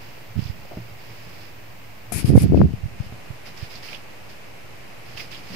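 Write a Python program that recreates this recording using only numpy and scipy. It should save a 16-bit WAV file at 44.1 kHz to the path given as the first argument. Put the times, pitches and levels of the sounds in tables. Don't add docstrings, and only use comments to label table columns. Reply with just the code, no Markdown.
import sys
import numpy as np
from scipy import signal
from scipy.fft import rfft, irfft, next_fast_len
from scipy.io import wavfile
from scipy.ndimage import uniform_filter1d

SR = 44100
rng = np.random.default_rng(int(sys.argv[2]) if len(sys.argv) > 2 else 0)


def dump_mix(stems):
    frames = np.atleast_2d(stems).T
    limited = np.clip(frames, -1, 1)
    pcm = np.round(limited * 32767).astype(np.int16)
    wavfile.write(sys.argv[1], SR, pcm)


N = 244755
TIME = np.arange(N) / SR
LEFT, RIGHT = 0, 1
CUTOFF_HZ = 15600


def draught(port, large_db, small_db, lumpy_db):
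    # start and length in seconds, then level, growth and flutter in dB, then the port.
    gusts = [(.35, 0.03, -19.5, 9, -6, 1), (0.422, 0.23, -39.5, -1, -6, 1), (2.111, .11, -24, -6, -3, 0),
             (2.214, 0.148, -21.5, 9, 9.5, 0), (2.272, 0.087, -8.5, 8.5, 2.5, 1),
             (2.39, .07, -15, -3, -5, 0), (2.4, 0.063, -12.5, 8, 8, 1), (2.477, 0.06, -10.5, -9, -3, 1),
             (2.509, 0.11, -10.5, -0.5, 4, 0), (2.563, 0.089, -8.5, 3, 1, 1),
             (2.624, 0.094, -16.5, -17, 0.5, 0), (2.746, 0.42, -40.5, 3, -6, 1)]
    # frequency in Hz, relative level in dB.
    large_swirls = [(20, -42), (45, 1), (75, 8.5), (130, 0), (200, 3), (300, -18.5), (450, -56), (900, -85)]
    small_swirls = [(120, -15), (250, 5), (360, 5.5), (500, -13), (700, -15.5), (1000, -39), (1600, -37),
                    (3000, -72)]
    attack_s, wake_db = 0.015, -25.5
    rumble_power, flutter_power = np.zeros(N), np.zeros(N)
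    for start, length, db, growth_db, flutter_db, side in gusts:
        if side == port:
            force = from_db(db) * swell(start, length, growth_db, attack_s, release_s=0.014)
            wake = from_db(db + wake_db) * swell(start, length, growth_db, attack_s, release_s=0.26)
            rumble_power += force ** 2 + wake ** 2
            flutter_power += (from_db(flutter_db) * force ** 1.644) ** 2
    rumble = from_db(large_db) * np.sqrt(rumble_power) * turbulence(large_swirls, lumpy_db)
    flutter = from_db(small_db) * np.sqrt(flutter_power) * turbulence(small_swirls, lumpy_db)
    bass_cut = signal.butter(4, 61, "high", fs=SR, output="sos")
    return signal.sosfilt(bass_cut, rumble + flutter)


def turbulence(spectrum, lumpy_db):
    pressure = colour(rng.standard_normal(N), spectrum) * from_db(lumpy_db * drift(65))
    local_power = uniform_filter1d(uniform_filter1d(pressure ** 2, size=1500), size=1000)
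    return pressure / np.sqrt(local_power + 1e-12)


def puffs(gain_db=-1.0):
    # time in seconds, relative peak in dB, half-width in seconds, port.
    swirls = [(0.368, -19, 0.0032, 1), (0.393, -10.5, 0.0011, 1), (0.425, -18.5, 0.0026, 1),
              (0.461, -17.5, 0.0033, 1), (0.504, -14.5, 0.0041, 1), (2.162, -15, 0.001, 0),
              (2.247, -2.5, 0.0011, 0), (2.296, -0.5, 0.0014, 1), (2.305, -2, 0.00059, 1),
              (2.338, -7, 0.0007, 0), (2.356, 5.5, 0.0012, 1), (2.376, 1.5, 0.00082, 1),
              (2.378, 2.5, 0.00053, 0), (2.441, -6, 0.00067, 1), (2.501, -7, 0.001, 0),
              (2.524, -3.5, 0.00068, 0), (2.546, 0.5, 0.00057, 0), (2.575, -7, .00055, 1),
              (2.608, 3, 0.00093, 1), (2.616, 1, 0.00027, 0), (2.642, -3.5, 0.00093, 1),
              (2.739, -12, 0.001, 0), (2.842, -13.5, 0.004, 1), (2.85, -22, 0.0044, 0),
              (2.862, -13.5, 0.0028, 1), (3.005, -12, 0.0023, 0), (3.071, -26, 0.0051, 0),
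              (3.13, -31, 0.0012, 1), (3.306, -20, 0.0024, 1), (3.633, -18, 0.003, 1)]
    out = np.zeros((2, N))
    bass_cut = signal.butter(3, 80, "high", fs=SR, output="sos")
    from_centre = TIME[:SR // 8] - TIME[SR // 32]
    for when, db, width, port in swirls:
        push = signal.sosfilt(bass_cut, (1 + (from_centre / width) ** 2 / 2) ** -2)
        pulse = 0.5 * push + resonance(push, hz=125, width_hz=60)
        crest = np.argmax(np.abs(pulse))
        start = round(when * SR) - crest
        peak = from_db(db + gain_db) * rng.choice([-1, 1])
        out[port, start:start + len(pulse)] += peak * pulse / pulse[crest]
    return out


def rustle(creep_db=-60, grain_db=1.0, crease_db=0.64):
    # start and length in seconds, level and growth in dB.
    strokes = [(0, 0.34, -56.5, -12), (.372, 0.12, -46, 1), (.55, 0.34, -56.5, -1), (.98, 0.49, -51, 2.5),
               (2.118, 0.083, -40.5, 8.5), (2.245, 0.038, -40.5, 5), (2.355, 0.077, -41, 1),
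               (2.54, 0.076, -49, -2), (2.98, 0.076, -53.5, 3), (3.452, 0.027, -41.5, -3),
               (3.56, .085, -43.5, 1.5), (3.695, 0.089, -43, -3), (3.82, 0.12, -40.5, 0),
               (4.285, 0.018, -47.5, 1), (5.05, 0.14, -49.5, -2), (5.162, 0.047, -36.5, 1),
               (5.305, 0.082, -42, -7), (5.42, 0.15, -44.5, 15)]
    # frequency in Hz, left and right relative levels in dB.
    cloth_tone = [(600, -16.5, -3.5), (1250, -6.5, -15.5), (2040, -6.5, -2), (2480, -2.5, -2),
                  (4020, -15.5, -5.5), (5020, -32, 2.5), (5540, -19, -6.5), (7460, -24, -19.5),
                  (10000, -24, -26), (11300, -17.5, -21.5), (12800, -33, -21), (14800, -47, -16)]
    pulls = movements(strokes, 0.013, 0.037)
    sliding = np.hypot(pulls, from_db(creep_db))
    slips = rms_one(from_db(grain_db * drift(490) - crease_db * drift(55)))
    return sliding * slips * coloured_stereo(cloth_tone, alike=0.1)


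def fold_snaps():
    # start in seconds, level on the right in dB, pitch in Hz, fade time in seconds.
    snaps = [(.392, -38.5, 3040, .006), (.439, -33.5, 4900, 0.0036), (.454, -39, 4800, 0.0051),
             (.468, -36.5, 3180, 0.0067), (2.571, -40, 2700, 0.012), (3.462, -44, 5200, .005),
             (3.573, -39, 5160, .006), (3.755, -34, 4700, .006), (3.885, -35, 2560, 0.011),
             (3.928, -30, 2600, 0.011), (3.944, -35, 2930, 0.021), (5.174, -26.5, 2700, .005),
             (5.197, -31, 2400, 0.016), (5.325, -36, 2900, 0.018), (5.345, -34, 3100, 0.015)]
    return scratches(snaps, relative_width=0.34, alike=0.077, left_db=-12.5)


def hem_drag(gain_db=4.0, grain_db=1.5, right_db=-38):
    # start and length in seconds, relative level and growth in dB, attack and release in seconds.
    drags = [(2.119, .083, -28.5, -3.5, .005, 0.014), (2.236, 0.054, -40, 6, .02, 0.017),
             (2.335, 0.1, -38.5, 13, 0.028, 0.0076)]
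    # frequency in Hz, relative level in dB.
    port_tone = [(300, 10), (520, -10), (700, -14), (950, -9), (1500, -7.5), (1900, -9), (2400, 1),
                 (3000, -18), (4000, -12), (7500, -6.5), (10000, 1), (11300, 0), (12800, -12), (15000, -19)]
    friction = rng.standard_normal(N) * from_db(grain_db * drift(600))
    rasp = rms_one(colour(friction, port_tone))
    return from_db(gain_db) * movements(drags) * rasp * from_db([[0], [right_db]])


def hem_tap():
    # time in seconds, relative level in dB.
    touches = [(2.121, -23)]
    # pitch in Hz, relative level in dB, seconds to fade by 60 dB.
    case_tones = [(183, -8, 0.035), (706, 2, 0.043), (1220, -10, 0.03), (2330, -22, 0.018)]
    return knocks(touches, case_tones, left_db=1.5, right_db=-26.0)


def floor_bumps():
    # time in seconds, relative level in dB.
    bumps = [(.772, -27.5), (1.103, -48), (1.273, -43.5), (3.124, -33.5)]
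    # pitch in Hz, relative level in dB, seconds to fade by 60 dB.
    floor_tones = [(116.5, -2.5, 0.36), (179, -2, 0.14), (228, 0.5, 0.05), (405, -7.5, 0.044),
                   (610, -12, .09)]
    return knocks(bumps, floor_tones, left_db=-0.5, right_db=1.5)


def floor_scuffs():
    # start in seconds, level on the right in dB, pitch in Hz, fade time in seconds.
    scuffs = [(.175, -44, 453, 0.013), (.649, -41, 590, 0.01), (.709, -39, 600, 0.045),
              (.712, -40, 328, 0.016), (.775, -40.5, 292, 0.018), (3.92, -40.5, 590, 0.012),
              (5.175, -52, 735, 0.036), (5.5, -40, 184, .08), (5.528, -40, 226, .08)]
    return scratches(scuffs, relative_width=0.42, alike=0.46, left_db=2.0)


def room(hum_hz=109.8, hum_width_hz=32, hum_left_db=-1.0):
    # frequency in Hz, left and right relative levels in dB.
    air_tone = [(20, -21, -19), (49.3, -10, 5), (144, -1.5, 1), (270, -3.5, -4.5), (696, -4.5, -4),
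                (1410, -11.5, -10), (2230, -7.5, -7), (2760, -9.5, -8.5), (3360, -18.5, -16.5),
                (4900, -22, -17.5), (7100, -24.5, -23.5), (9900, -27, -28), (11800, -25.5, -25),
                (15000, -28.5, -26)]
    # time in seconds, level in dB.
    air_levels = [(0, -43.5), (.4, -45), (1.35, -44), (1.6, -45), (2.6, -45), (2.63, -46.5), (3.2, -43),
                  (4.5, -43.5), (5.55, -42.5)]
    hum_levels = [(0, -48.5), (1.2, -50), (2, -49.5), (4, -54.5), (5.55, -48.5)]
    air = coloured_stereo(air_tone, alike=0.056)
    hum = band(stereo_noise(alike=0.96), hum_hz, hum_width_hz)
    return level(air_levels) * air + level(hum_levels) * hum * from_db([[hum_left_db], [0]])


def buzz(rate_hz=100, jitter_s=8e-6):
    # time in seconds, level in dB.
    buzz_levels = [(0, -56), (2.1, -57), (2.35, -80), (5.55, -85)]
    times = np.arange(1 / rate_hz, TIME[-1] - 1 / rate_hz, 1 / rate_hz)
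    times += jitter_s * rng.standard_normal(len(times))
    ticks = np.zeros(N)
    ticks[np.round(times * SR).astype(int)] = 1
    return np.array([np.zeros(N), level(buzz_levels) * band(ticks, hz=14700, width_hz=2000)])


def scratches(slips, relative_width, alike, left_db):
    out, friction = np.zeros((2, N)), stereo_noise(alike)
    for start, db, hz, fade_s in slips:
        during = (TIME >= start) & (TIME < start + 0.25)
        scratch = band(friction[:, during], hz, relative_width * hz)
        out[:, during] += from_db(db) * np.exp(-(TIME[during] - start) / fade_s) * scratch
    return out * from_db([[left_db], [0]])


def knocks(blows, tones, left_db, right_db):
    out, age = np.zeros(N), TIME[:SR // 2]
    ringing = sum(from_db(db - 60 * age / fade_s) * np.sin(2 * np.pi * hz * age)
                  for hz, db, fade_s in tones)
    for when, db in blows:
        start = round(when * SR)
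        out[start:start + len(age)] -= from_db(db) * ringing
    return out * from_db([[left_db], [right_db]])


def swell(start, length, growth_db, attack_s, release_s):
    age = TIME - start
    onset = np.clip(age / attack_s, 0, 1)
    hold = from_db(growth_db * (np.clip(age / length, 0, 1) - 0.5))
    return onset * hold * np.exp(-np.clip((age - length) / release_s, 0, 20))


def movements(rows, *edges_s):
    return np.sqrt(sum((from_db(db) * swell(start, length, *shape, *edges_s)) ** 2
                       for start, length, db, *shape in rows))


def level(rows):
    times, db = np.transpose(rows)
    return from_db(np.interp(TIME, times, db))


def drift(rate_hz):
    smoothing = signal.butter(2, rate_hz, fs=SR, output="sos")
    return rms_one(signal.sosfilt(smoothing, rng.standard_normal(2 * N))[N:])


def stereo_noise(alike):
    return np.sqrt(alike) * rng.standard_normal(N) + np.sqrt(1 - alike) * rng.standard_normal((2, N))


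def coloured_stereo(spectrum, alike):
    left, right = stereo_noise(alike)
    return rms_one(np.array([colour(left, spectrum, column=1), colour(right, spectrum, column=2)]))


def colour(x, spectrum, column=1):
    table, size = np.array(spectrum), next_fast_len(N)
    hz = np.maximum(np.fft.rfftfreq(size, 1 / SR), 1)
    gain = from_db(np.interp(np.log(hz), np.log(table[:, 0]), table[:, column])) * (hz < CUTOFF_HZ)
    return irfft(rfft(x, size) * gain, size)[..., :N]


def resonance(x, hz, width_hz):
    r = np.exp(-np.pi * width_hz / SR)
    feedback = [1, -2 * r * np.cos(2 * np.pi * hz / SR), r * r]
    return signal.lfilter([(1 - r * r) / 2, 0, (r * r - 1) / 2], feedback, x + 1e-18)


def band(x, hz, width_hz):
    return rms_one(resonance(resonance(x, hz, width_hz), hz, width_hz))


def from_db(db):
    return 10 ** (np.asarray(db) / 20)


def rms_one(x):
    return x / np.sqrt(np.mean(x ** 2) + 1e-20)


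def scene():
    left = draught(LEFT, large_db=-2.5, small_db=-2.0, lumpy_db=4.0)
    right = draught(RIGHT, large_db=-2.5, small_db=-12.0, lumpy_db=0.5)
    cloth = rustle() + fold_snaps()
    hem = hem_drag() + hem_tap()
    floor = floor_bumps() + floor_scuffs()
    return np.array([left, right]) + puffs() + cloth + hem + floor + room() + buzz()


def record(dry):
    rounded = dry / (1 + dry ** 8) ** (1 / 8)
    treble_cut = signal.ellip(12, 0.1, 80, CUTOFF_HZ, fs=SR, output="sos")
    return signal.sosfilt(treble_cut, rounded) + 0.009


dry = scene()
out = record(dry)
dump_mix(out)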